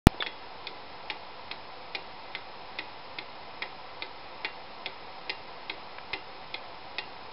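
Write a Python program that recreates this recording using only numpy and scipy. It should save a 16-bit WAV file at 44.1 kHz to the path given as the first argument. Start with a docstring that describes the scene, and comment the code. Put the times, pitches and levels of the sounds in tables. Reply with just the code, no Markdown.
"""Cuckoo clock in a quiet room

A small wooden clock on the wall ticks slightly out of beat, heard from nearby on a pocket camera.
At each swing an escape-wheel tooth drops on a pallet, chatters and rebounds, ringing the brass works
and the case. The camera's narrow-band microphone input pops as it opens; the camera clicks in the
hand and adds its own hiss and a faint whine."""
import sys
import numpy as np
from scipy import signal
from scipy.fft import rfft, irfft
from scipy.io import wavfile

SR = 44100
rng = np.random.default_rng(int(sys.argv[2]) if len(sys.argv) > 2 else 0)


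def dump_mix(stems):
    """Bounce the given channels to the path in sys.argv[1] as a 16-bit WAV at rate SR."""
    frames = np.atleast_2d(stems).T  # one column per channel
    limited = np.clip(frames, -1, 1)  # hard clip at full scale
    pcm = np.round(limited * 32767).astype(np.int16)
    wavfile.write(sys.argv[1], SR, pcm)


N = 322812
TIME = np.arange(N) / SR
AGE = np.arange(SR // 3) / SR   # seconds since a blow


def from_db(db):
    """Decibels to gain."""
    return 10 ** (np.asarray(db) / 20)


def decay(t60):
    """Envelope that falls 60 dB in t60 seconds."""
    return 1000 ** (-AGE / t60)


def at_level(blow, db):
    """Set the rms of a blow's first 10 ms."""
    return from_db(db) * blow / np.sqrt(np.mean(blow[:SR // 100] ** 2))


def add(out, start_s, sound):
    """Mix a sound in at its start time."""
    i = round(start_s * SR)
    out[i:i + len(sound)] += sound[:N - i]


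def gain_at(spectrum, hz):
    """Read a gain from (Hz, dB) rows on a log-frequency axis."""
    points, db = np.transpose(spectrum)
    return from_db(np.interp(np.log(hz + 1), np.log(points), db))


def ring(force, hz, t60):
    """A force sets one mode ringing; nothing radiates far below it."""
    radius, angle = 1000 ** (-1 / (t60 * SR)), 2 * np.pi * hz / SR
    return signal.lfilter([1, 0, -1], [1, -2 * radius * np.cos(angle), radius * radius], force + 1e-18)


def band(x, low_hz, high_hz):
    """Band-pass."""
    return signal.sosfilt(signal.butter(3, [low_hz, high_hz], "band", fs=SR, output="sos"), x)


# The noise floor at the microphone. Each row: frequency in Hz, relative density in dB.
HISS_SPECTRUM = [(25, -13), (70, -9), (250, -10), (400, -7), (620, -6.5), (900, -0.5), (1100, -11),
                 (1500, -11.5), (2300, -11), (3300, -14), (4200, -12.5), (4500, -16), (5300, -15.5),
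                 (6000, -18.5)]
# Resonances that colour it. Each row: centre in Hz, width in Hz, relative peak density in dB.
HISS_RESONANCES = [(513, 77, -2.5), (682, 25, -1), (757.4, 34, 2), (992, 100, -0.5), (1148, 46, -4),
                   (1309, 72, -5.5), (2053, 45, -7), (2480, 90, -12)]

def hiss(level_db=-44):
    """Room air and camera hiss: steady noise with a few hollow resonances."""
    hz = np.fft.rfftfreq(N, 1 / SR)
    power = gain_at(HISS_SPECTRUM, hz) ** 2
    for centre, width, db in HISS_RESONANCES:
        power += from_db(db) ** 2 / (1 + 2 * ((hz - centre) / width) ** 2) ** 2
    noise = irfft(rfft(rng.standard_normal(N)) * np.sqrt(power), N)
    return from_db(level_db) * noise / noise.std()


# The camera's own tones. Each row: frequency in Hz, rms level in dB.
WHINE_TONES = [(5114, -68), (5145, -64.5)]

def camera_whine(waver_hz=3, waver_points=90):
    """Two thin tones waver slightly in pitch."""
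    out = np.zeros(N)
    for hz, db in WHINE_TONES:
        waver = np.interp(TIME, np.linspace(0, TIME[-1], waver_points), rng.standard_normal(waver_points))
        phase = 2 * np.pi * np.cumsum(hz + waver_hz * waver) / SR
        out += np.sqrt(2) * from_db(db) * np.sin(phase)
    return out


# Handling noise, right at the microphone. Each row: start in seconds, level in dB,
# lower and upper band edge in Hz, t60 in seconds.
BODY_KNOCKS = [(0.144, -42.5, 190, 1200, .02), (0.2009, -37.5, 90, 704, 0.012),
               (0.224, -27.5, 550, 3240, 0.039), (5.984, -39.5, 400, 2480, 0.017),
               (6.131, -46.5, 33, 195, 0.042)]

def camera_knocks():
    """The hand knocks the camera body: short, dull bursts of noise."""
    out = np.zeros(N)
    for start_s, db, low_hz, high_hz, t60 in BODY_KNOCKS:
        burst = rng.standard_normal(len(AGE)) * decay(t60)
        add(out, start_s, at_level(band(burst, low_hz, high_hz), db))
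    return out


# Flicks of the camera's button spring. Each row: start in seconds, level in dB.
BUTTON_FLICKS = [(.2046, -21), (0.208, -35), (0.214, -44)]
# The spring's modes. Each row: frequency in Hz, level in dB relative to the flick, t60 in seconds.
BUTTON_MODES = [(2218, -11, .05), (3357, -17.5, .45), (3520, -1, .042), (3914, -16, .05)]

def button_spring(rise_s=0.00032):
    """The flicked spring pings and buzzes against its stop."""
    out = np.zeros(N)
    for start_s, flick_db in BUTTON_FLICKS:
        for hz, db, t60 in BUTTON_MODES:
            envelope = from_db(flick_db + db) * decay(t60) * (1 - np.exp(-AGE / rise_s))
            swing = np.sin(2 * np.pi * hz * (AGE + start_s))   # in phase with the swing under way
            add(out, start_s, envelope * swing)
    return out


def tooth_force(rebound_ms, chatter, chatter_t60, rebound=0.83):
    """A tooth lands on its pallet, chatters and strikes again."""
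    force = chatter * decay(chatter_t60) * rng.standard_normal(len(AGE))
    again = round((rebound_ms + rng.uniform(-.25, .25)) * SR / 1000)
    force[[0, again]] += 1, rebound
    return force


# Modes of the clock's works. Each row: frequency in Hz, t60 in seconds,
# relative level in dB from the entry pallet, the same from the exit pallet.
BRASS_MODES = [(1240, 0.0089, -14.5, -15), (1550, 0.034, -20.5, -15), (1874, 0.079, -7.5, -24),
               (2055, 0.028, -1, -2), (2196, 0.034, -6, -2), (2466, .025, 1, 2), (2800, 0.0071, -14, -16),
               (3280, 0.082, -12.5, -13.5), (3505, 0.0092, -4.5, 1.5), (3703, 0.034, -8.5, -4),
               (3910, 0.025, -8.5, -8), (4130, 0.045, -8, -5.5), (4470, 0.048, -16, -15.5),
               (4700, 0.011, -16.5, -14), (5050, 0.0065, -10, -11.5), (5257, 0.03, -12.5, -15)]

def brass_works(pallet, rebound_ms, tilt_db, vary_db=1.0, detune=0.0054):
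    """Each mode takes its own share of the blow, and shifts a little from beat to beat."""
    out = np.zeros(len(AGE))
    for hz, t60, *pallet_db in BRASS_MODES:
        db = pallet_db[pallet] + tilt_db * np.log2(hz / 2500) + vary_db * rng.standard_normal()
        force = tooth_force(rebound_ms, chatter=0.047, chatter_t60=.06) * rng.choice([-1, 1])
        shifted_hz = hz * (1 + detune * rng.standard_normal())
        out += at_level(ring(force, shifted_hz, t60), db)
    return out


def crack(rebound_ms, db=-3, t60=0.022, rattle=.17, rattle_t60=0.081):
    """Both strikes radiate a short broad crack; the loose wheel train rattles on after them."""
    strikes = decay(t60) + np.roll(decay(t60), round(rebound_ms * SR / 1000))
    grit = (strikes + rattle * decay(rattle_t60)) * rng.standard_normal(len(AGE))
    return at_level(band(grit, low_hz=1700, high_hz=5800), db)


# Modes of the case on the wall. 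Each row: frequency in Hz, t60 in seconds, relative level in dB.
WOOD_MODES = [(308.4, 0.12, -4), (381, 0.085, -0.5), (502, 0.045, -2), (774, 0.096, -1.5), (852, 0.042, 4)]

def wooden_case(rebound_ms):
    """The box, shaken by the rattling works, swells into a low knock."""
    out = np.zeros(len(AGE))
    for hz, t60, db in WOOD_MODES:
        force = tooth_force(rebound_ms, chatter=0.11, chatter_t60=0.094)
        out += at_level(ring(force, hz, t60), db) * rng.choice([-1, 1])
    return out


# The ticks, direct to the microphone, on the entry and exit pallet in turn.
# Each row: start in seconds, level in dB, treble tilt in dB per octave.
TICKS = [(0.2637, -30.5, 0), (0.67, -33.5, 1.5), (1.1, -29.5, 1), (1.513, -33, 1.5), (1.9493, -29, 3),
         (2.3504, -31.5, -5), (2.787, -30, -3.5), (3.186, -32, -1), (3.621, -29.5, -4.5),
         (4.0224, -31.5, -3.5), (4.4471, -27.5, -2.5), (4.86, -30.5, -1.5), (5.296, -27.5, 2.5),
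         (5.6967, -30, -0.5), (6.1321, -28, -2), (6.5421, -31, 0), (6.9839, -28, 2)]
# The entry pallet, then the exit pallet with its shorter drop. Each row: rebound delay in ms,
# case level in dB relative to the tick, gong wire level in dB at a typical tick.
PALLET_BLOWS = [(4.7, -12, -53.5), (3.2, -13, -58)]

def escapement():
    """The two pallets take turns, each with its own rebound; the case knocks in proportion to the blow."""
    out = np.zeros(N)
    for k, (start_s, db, tilt_db) in enumerate(TICKS):
        pallet = k % 2
        rebound_ms, case_db, _ = PALLET_BLOWS[pallet]
        tick = brass_works(pallet, rebound_ms, tilt_db) + crack(rebound_ms)
        add(out, start_s, at_level(tick, db))
        add(out, start_s, at_level(wooden_case(rebound_ms), db + case_db))
    return out


def gong_wire(hz=2768, t60=.3, typical_tick_db=-30.5, db_per_tick_db=3.2):
    """The harder beats, mostly those on the entry pallet, set the coiled gong wire ringing faintly."""
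    out = np.zeros(N)
    tone = np.sin(2 * np.pi * hz * AGE) * decay(t60)
    for k, (start_s, db, _) in enumerate(TICKS):
        *_, gong_db = PALLET_BLOWS[k % 2]
        add(out, start_s, at_level(tone, gong_db + db_per_tick_db * (db - typical_tick_db)))
    return out


# Colour of the room's echo at the microphone. Each row: frequency in Hz, gain in dB.
ECHO_COLOUR = [(150, -3), (350, 6.5), (800, 1), (1500, 6.5), (2200, -1.5), (3500, -2.5), (5500, 0)]

def room_echo(direct, t60=.25, send_db=-11, build_s=0.0062):
    """Diffuse echoes build up within milliseconds and soon die."""
    echoes = rng.standard_normal(len(AGE)) * decay(t60) * (1 - np.exp(-(AGE / build_s) ** 2))
    colour = gain_at(ECHO_COLOUR, np.fft.rfftfreq(len(AGE), 1 / SR))
    response = irfft(rfft(echoes / np.linalg.norm(echoes)) * colour)
    return from_db(send_db) * signal.fftconvolve(direct, response)[:N]


def scene():
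    """The clock in its room and the camera's own noises, at one microphone."""
    ticks = escapement()
    clock = ticks + room_echo(ticks) + gong_wire()
    return (clock + camera_knocks() + button_spring() + hiss() + camera_whine())[None]


def record(dry, open_s=.06963, pop_end_s=.07152, dc_offset=0.0043, voice_band_hz=5350, cutoff_hz=16000):
    """The narrow-band input sits at its negative rail for the first 2 ms after it opens: a sharp pop."""
    railed = np.where(TIME < pop_end_s, -1, dry + dc_offset)
    narrow = signal.sosfiltfilt(signal.butter(22, voice_band_hz, fs=SR, output="sos"), railed)
    opened = narrow * (TIME >= open_s)
    return signal.sosfilt(signal.ellip(10, .1, 70, cutoff_hz, fs=SR, output="sos"), opened)


dry = scene()
out = record(dry)
dump_mix(out)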